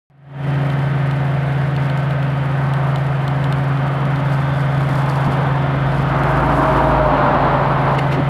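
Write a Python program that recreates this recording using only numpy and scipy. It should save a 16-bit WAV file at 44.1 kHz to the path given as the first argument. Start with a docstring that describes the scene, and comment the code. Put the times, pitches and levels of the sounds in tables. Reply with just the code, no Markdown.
"""A diesel tractor fades in, mowing a ditch with a flail mower at a governed, almost steady speed.
The rotor's drone beats against the engine, a pump and a gearbox whine, grass hisses and twigs snap.
From about 3 s cars pass on the road alongside; from 4 s a little wind puffs on the microphone.
Near 7 s a lorry goes by with tyre roar, exhaust and axle whine, and the gain control ducks the mower.
Around 8 s sticks and clods rattle through the steel hood."""
import sys
import numpy as np
from scipy import signal
from scipy.fft import rfft, irfft
from scipy.io import wavfile
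from scipy.ndimage import uniform_filter1d, minimum_filter1d

SR = 44100
rng = np.random.default_rng(int(sys.argv[2]) if len(sys.argv) > 2 else 0)


def put_to_file(sound):
    """Save the sound as 16-bit audio at rate SR, in the file named by the first command-line argument."""
    columns = np.atleast_2d(sound).T  # one column per channel
    safe = np.clip(columns, -1, 1)
    whole_steps = np.round(safe * 32767)
    wavfile.write(sys.argv[1], SR, whole_steps.astype(np.int16))


N = 365588
T = np.arange(N) / SR


def amp(db):
    """Decibels to gain."""
    return 10 ** (np.asarray(db) / 20)


def unit(x):
    """Scales to rms 1."""
    return x / np.sqrt(np.mean(x ** 2) + 1e-20)


def curve(rows):
    """Interpolates (time_s, value) rows per sample."""
    return np.interp(T, *np.transpose(rows))


def colour(x, points):
    """Filters x by a (freq_hz, level_db) spectrum, rolling off past its ends; rms 1."""
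    hz, db = np.transpose(points)
    log_f = np.log(np.fft.rfftfreq(len(x), 1 / SR) + 1)
    beyond = np.maximum(log_f - np.log(hz.max()), 0) + np.maximum(np.log(hz.min()) - log_f, 0)
    gain = amp(np.interp(log_f, np.log(hz), db) - 20 * beyond)
    return unit(irfft(rfft(x) * gain, len(x)))


def noise(size=N):
    """White noise."""
    return rng.standard_normal(size)


def wander(rate_hz):
    """Random drift of rms 1, low-passed at rate_hz."""
    size = 2048
    freq_hz = np.fft.rfftfreq(size, T[-1] / size)
    slow = irfft(rfft(noise(size)) / (1 + (freq_hz / rate_hz) ** 4))
    return np.interp(T, np.linspace(0, T[-1], size), unit(slow))


def grains(per_s, spread_db):
    """Random impacts of unequal size; rms 1."""
    size = amp(spread_db * np.minimum(rng.exponential(1, N), 5))
    return unit(size * np.sign(noise()) * (rng.random(N) < per_s / SR))


def hump(centre_s, half_s):
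    """Gaussian rise and fall of height 1."""
    return np.exp(-((T - centre_s) / half_s) ** 2)


def swells(rows):
    """Joint gain of (centre_s, half_s, level_db) humps, summed in power."""
    return np.sqrt(sum((amp(db) * hump(s, half_s)) ** 2 for s, half_s, db in rows))


def partials(turns, orders, waver, waver_hz):
    """(order, level_db) tones of a turning part, each wavering in level and phase."""
    out = np.zeros(N)
    for order, db in orders:
        phase = 2 * np.pi * (order * turns + rng.random())
        in_phase = np.cos(phase) * (1 + waver * wander(waver_hz))
        quadrature = np.sin(phase) * waver * wander(waver_hz)
        out += amp(db) * unit(in_phase + quadrature)
    return out


def shaft_turns(hz):
    """Revolutions of a shaft; all shafts follow one governed speed."""
    speed = [(.6, 1.0115), (1.05, .9985), (3.2, .9951), (3.9, .9988), (4.45, .9983), (5.1, .9945),
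             (6.3, .9967), (7.4, .9972), (8.0, .994)]  # time_s, speed_factor
    return hz * np.cumsum(curve(speed)) / SR


def doppler_turns(hz, closest_s, pass_s, mach):
    """Cycles heard from a passing tone: sharp as it comes, flat as it goes."""
    receding = (T - closest_s) / np.hypot(pass_s, T - closest_s)
    return np.cumsum(hz * (1 - mach * receding)) / SR


def passing(peak_s, pass_s, db):
    """Gain of a passing source; in pass_s it travels as far as the road is from the microphone."""
    fall_db_per_decade = 41
    distance = np.hypot(1, (T - peak_s) / pass_s)
    return amp(db - fall_db_per_decade * np.log10(distance))


def wind():
    """Lumpy low buffeting of the microphone, in a few puffs."""
    gusts = [(4.15, 0.33, -32), (4.88, 0.11, -27.5), (5.33, .1, -30), (5.95, .25, -35), (8.22, 0.072, -25)]  # centre_s, half_s, level_db
    buffet_spectrum = [(20, -22), (50, -11), (100, -6.5), (190, -3.5), (300, -9.5), (500, -22.5),
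                       (1200, -45)]  # freq_hz, level_db
    return swells(gusts) * amp(5.2 * wander(17)) * colour(noise(), buffet_spectrum)


def tyres():
    """Tyre roar swells as each vehicle passes; tread hiss is thrown ahead of it."""
    passes = [(2.82, 0.29, -26, -34), (3.37, 0.26, -28.5, -41), (4.15, 0.63, -28, -31),
              (5.08, 0.41, -25, -33), (5.42, 0.18, -21, -31), (6.38, 0.17, -28, -23),
              (6.8, 0.4, -11.5, -19), (7.38, 0.37, -8.5, -25), (7.87, 0.12, -16, -34)]  # cars, then lorry axles: closest_s, pass_s, roar_db, tread_db
    roar_spectrum = [(40, -18), (100, -10), (200, -4), (420, -8.5), (600, -4), (800, 0), (1020, -1),
                     (1250, -7), (1600, -13), (2000, -20.5), (3000, -27.5), (4200, -35), (6000, -54),
                     (12000, -62)]  # freq_hz, level_db
    tread_spectrum = [(800, -24), (1150, 0), (1330, -2), (1550, -6), (1850, -15.5), (2300, -19),
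                      (3500, -35)]  # freq_hz, level_db
    lead = 0.3  # share of pass_s
    roar = np.sqrt(sum(passing(s, pass_s, db) ** 2 for s, pass_s, db, _ in passes))
    tread = np.sqrt(sum(passing(s - lead * pass_s, pass_s, db) ** 2 for s, pass_s, _, db in passes))
    flutter = amp(wander(20))
    return flutter * (roar * colour(noise(), roar_spectrum) + tread * colour(noise(), tread_spectrum))


def car():
    """One car's exhaust note swells and drops in pitch going past."""
    closest_s, pass_s = 3.35, 0.56
    firing = doppler_turns(58, closest_s, pass_s, mach=0.04)
    return passing(closest_s, pass_s, db=-43.5) * partials(firing, [(1, 0)], waver=0.2, waver_hz=4)


def lorry():
    """Exhaust and rear-axle whine fall in pitch over a rumble; each faces the microphone in turn."""
    whine_surges = [(2, 6.64, 0.23, -17), (2, 7.03, 0.14, -11.5), (2, 7.48, .5, -21.5), (3, 6.78, 0.2, -16)]  # axle_order, peak_s, pass_s, level_db
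    exhaust_orders = [(1, 2), (2, -12.5), (5, -5.5)]
    body_spectrum = [(60, -16.5), (200, -6.5), (285, 4), (400, -4.5), (550, -19), (1000, -27)]
    firing_hz, closest_s, pass_s, mach = 54.3, 7.03, 0.2, 0.045
    axle_ratio, axle_lag_s = 5.61, 0.05
    firing = doppler_turns(firing_hz, closest_s, pass_s, mach)
    axle = doppler_turns(axle_ratio * firing_hz, closest_s + axle_lag_s, pass_s, mach)
    exhaust = partials(firing, exhaust_orders, waver=0.32, waver_hz=2.5)
    exhaust *= passing(peak_s=6.96, pass_s=0.45, db=-17.5)
    whine = sum(passing(*surge) * partials(axle, [(order, 0)], waver=0.49, waver_hz=21)
                for order, *surge in whine_surges)
    body = passing(peak_s=6.72, pass_s=0.39, db=-17) * colour(noise(), body_spectrum)
    return exhaust + whine + body


def drive_line():
    """Hydraulic pump and gearbox whine; the gearbox fades twice."""
    pump_orders = [(5, -41), (6, -47), (7, -51), (8, -56), (10, -53), (11, -66.5)]  # order, level_db
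    gear_orders = [(1, -37.5), (2, -39.5)]  # order, level_db
    gear_fades = [(2.202, 0.47, -7.5), (4.85, 0.66, -7)]  # centre_s, half_s, gain_db
    pump_hz, gear_hz = 307.1, 366.7
    pump = partials(shaft_turns(pump_hz), pump_orders, waver=0.42, waver_hz=3.5)
    gear = partials(shaft_turns(gear_hz), gear_orders, waver=0.15, waver_hz=2.3)
    gear_db = 0.57 + sum(db * hump(s, half_s) for s, half_s, db in gear_fades)
    return pump + amp(gear_db) * gear


def engine():
    """Four-cylinder diesel: its two-turn cycle gives half orders and a repeating clatter."""
    exhaust_orders = [(2, -36), (3, -38), (4, -26.5), (11, -49.5), (17.5, -49.5), (18.5, -45.5),
                      (22, -44.5), (23, -43.5), (31.5, -43), (44.5, -47.5), (50.5, -48.5), (52.5, -51)]  # crank_order, level_db
    block_spectrum = [(250, -41), (410, -9), (470, -1.5), (610, 3.5), (730, -1), (820, -2), (910, 0),
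                      (1000, -5.5), (1300, -4), (1800, -7), (2500, -14), (3300, -18.5), (4400, -29.5),
                      (6500, -44.5)]  # freq_hz, level_db
    crank_hz = 40.08
    crank = shaft_turns(crank_hz)
    low = partials(crank, exhaust_orders[:3], waver=0.083, waver_hz=2.6)
    high = partials(crank, exhaust_orders[3:], waver=0.38, waver_hz=1.8)
    cycle_samples = round(2 * SR / crank_hz)
    pattern = np.interp(crank / 2 % 1 * cycle_samples, np.arange(cycle_samples), noise(cycle_samples))
    knock = 1 + 0.15 * np.exp(-(2 * crank % 1) / 0.19)  # louder just after each firing
    clatter = colour(knock * (0.33 * unit(pattern) + noise()), block_spectrum)
    return low + high + amp(-27) * clatter


def grass():
    """Blades shred in a fizz and stalks crackle, louder as each tuft is drawn in."""
    tufts = [(.69, .07, -56, -59), (1.52, .1, -61, -63), (2.6, 0.18, -62, -60), (4.198, 0.038, -63, -53),
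             (4.36, 0.083, -53, -49), (4.6, 0.086, -58, -51), (5.078, 0.33, -51.5, -48.5),
             (5.988, .09, -57, -49), (6.36, 0.19, -52, -56), (6.692, 0.32, -46, -54),
             (7.998, 0.35, -61, -56)]  # centre_s, half_s, blade_db, stalk_db
    blade_spectrum = [(1500, -23), (3300, -7), (5000, 1), (6200, -2.5), (8000, -2.5), (11000, -1.5),
                      (12300, -4.5), (13500, -13.5), (15500, -24)]  # freq_hz, level_db
    stalk_spectrum = [(1500, -14), (3000, -7), (4500, 10.5), (6000, -3), (9000, -3.5), (12000, -6.5),
                      (15500, -23)]  # freq_hz, level_db
    thin_grass_db = -58
    blades = np.hypot(amp(thin_grass_db), swells([(s, half_s, db) for s, half_s, db, _ in tufts]))
    stalks = np.hypot(amp(thin_grass_db), swells([(s, half_s, db) for s, half_s, _, db in tufts]))
    fizz = amp(-0.5) * blades * colour(noise(), blade_spectrum)
    crackle = stalks * colour(grains(per_s=440, spread_db=3.5), stalk_spectrum)
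    return amp(2.1 * wander(35)) * (fizz + crackle)


def scour():
    """A stretch of thick stalks scours the hood, which rings thinly."""
    ring_spectrum = [(3050, -10), (3350, -2), (3560, -1), (3850, -19.5)]
    centre_s, half_s, level_db = 5.1, 1.0, -46.5
    plateau = np.exp(-((T - centre_s) / half_s) ** 6)
    return plateau * amp(level_db + 2.5 * wander(11)) * colour(noise(), ring_spectrum)


def twigs():
    """Each twig gives a bright snap of about a millisecond; the flail that hit it rings briefly."""
    hits = [(0.702, -41, 14), (0.7327, -43, 4.0), (1.111, -36, 10), (1.7643, -36, 11.5), (1.8987, -39, 15),
            (1.9749, -32, -4), (2.108, -39.5, 12), (2.2283, -41, 11), (2.7367, -32, 6), (2.7681, -43, 2),
            (2.959, -31.5, 8.5), (3.2794, -31, 10), (3.4416, -35, 11.5), (3.525, -30, 9), (3.7733, -43, 12),
            (3.8786, -43, 7), (4.054, -34, -1), (4.1594, -41, 14), (4.8075, -36.5, 5), (6.1928, -38, -4),
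            (6.2347, -33, 5)]  # start_s, level_db, ring_re_snap_db
    flail_modes = [(3000, 6.5, 0.0088), (3540, 5, 0.0083), (4130, -2.5, 0.015), (5500, -18, 0.0063)]  # pitch_hz, level_db, t60_s
    snap_spectrum = [(3000, 0), (5500, -4), (8000, -5.5), (11500, -13), (13200, -9), (15500, -23)]
    out, t = np.zeros(N + SR), np.arange(1024) / SR
    envelope = (1 - np.exp(-t / 0.0004)) * (np.exp(-t / 0.0008) + 0.046 * np.exp(-t / 0.0063))
    envelope /= envelope.max()
    envelope_rms = np.sqrt(np.mean(envelope ** 2))
    ring_attack = 1 - np.exp(-t / 0.00053)
    for start_s, db, ring_db in hits:
        snap = envelope * colour(noise(len(t)), snap_spectrum)
        ring = sum(amp(mode_db - 60 * t / t60_s) * np.sin(2 * np.pi * hz * rng.uniform(0.92, 1.04) * t)
                   for hz, mode_db, t60_s in flail_modes)
        burst = unit(snap) + amp(ring_db) * unit(ring * ring_attack)
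        out[round(start_s * SR):][:len(t)] += amp(db) * envelope_rms * burst
    return out[:N]


def rattles():
    """Sticks and clods flung against the hood: a short steel clatter over a dull knock."""
    hits = [(7.951, -29, 0.0082, 700, -40), (7.9905, -15.5, 0.0045, 250, -19),
            (8.127, -22.5, 0.0085, 337, -20), (8.147, -28, 0.011, 550, -26),
            (8.187, -53, 0.014, 215, -13.5)]  # centre_s, clatter_db, decay_s, knock_hz, knock_db
    steel_spectrum = [(500, -16), (1200, -5), (2000, 12), (2400, 3), (2900, 7), (3300, -2), (3800, 0),
                      (5200, -12), (8000, -19.5), (12000, -22), (15500, -34)]  # freq_hz, level_db
    out, t = np.zeros(N + SR), np.arange(-4096, 4096) / SR
    for centre_s, clatter_db, decay_s, knock_hz, knock_db in hits:
        knock_spectrum = [(knock_hz / 2, -14), (knock_hz, 0), (knock_hz * 2, -12), (knock_hz * 4, -26)]
        clatter = colour(noise(len(t)), steel_spectrum) * np.exp(-abs(t) / decay_s)
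        knock = colour(noise(len(t)), knock_spectrum) * np.exp(-(t / (1.8 * decay_s)) ** 2)
        start = round(centre_s * SR) - len(t) // 2
        out[start:][:len(t)] += amp(clatter_db) * clatter + amp(knock_db) * knock
    return out[:N]


def rotor():
    """Rows of flails drone past the hood's edge and churn the air under it."""
    rotor_orders = [(2, -52), (3, -50), (5, -40), (6, -43), (7, -49), (8, -33.5), (9, -46.5), (16, -49.5),
                    (20, -42.5), (22, -48)]  # order, level_db
    churn_spectrum = [(30, -31), (60, -7), (110, -3.5), (180, -1), (260, -4), (330, -5.5), (400, -17),
                      (600, -24), (1200, -52)]  # freq_hz, level_db
    rotor_hz, flail_rows, drone_db, churn_db = 34.25, 4, -16, -30.5
    turns = shaft_turns(rotor_hz)
    drone = amp(drone_db + 0.57 * wander(6)) * np.sqrt(2) * np.cos(2 * np.pi * flail_rows * turns)
    churn = amp(churn_db) * colour(noise(), churn_spectrum)
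    return drone + churn + partials(turns, rotor_orders, waver=0.28, waver_hz=2.8)


def gain_control(x):
    """Turns everything down while the smoothed power is over the threshold."""
    threshold_db, ratio, response_s, output_db = -14, 2.5, 0.048, -2
    pole = np.exp(-1 / (response_s * SR))
    power_db = 10 * np.log10(signal.lfilter([1 - pole], [1, -pole], x ** 2) + 1e-12)
    return x * amp(output_db - np.maximum(power_db - threshold_db, 0) * (1 - 1 / ratio))


def limiter(x, ceiling):
    """Holds peaks to the ceiling with a gain smoothed over 10 ms."""
    allowed = ceiling / np.maximum(abs(x), ceiling)
    return x * uniform_filter1d(minimum_filter1d(allowed, size=441), size=441)


def scene():
    """The tractor at work beside the road; mono."""
    tractor_level = [(.5, .5), (1.9, 1.5), (2.6, 0), (3.9, 0.5), (5.0, 1), (6.4, 3.5), (8.29, 2.5)]  # time_s, gain_db
    tractor = amp(curve(tractor_level)) * (engine() + drive_line())
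    mower = rotor() + grass() + scour() + twigs() + rattles()
    traffic = tyres() + lorry() + car()
    return (tractor + mower + traffic + wind())[None]


def record(dry):
    """Gain control, fade-in, limiter, low-pass."""
    fade_start_s, fade_s, fade_db, cutoff_hz = 0.1, 0.44, -33.5, 15800
    progress = np.clip((T - fade_start_s) / fade_s, 0, 1)
    fade = (progress > 0) * amp(fade_db * np.cos(np.pi / 2 * progress) ** 2)
    limited = limiter(gain_control(dry[0]) * fade, ceiling=0.6)
    low_pass = signal.firwin(511, cutoff_hz, window=("kaiser", 9), fs=SR)
    return signal.oaconvolve(limited, low_pass, "same")[None]


dry = scene()
out = record(dry)
put_to_file(out)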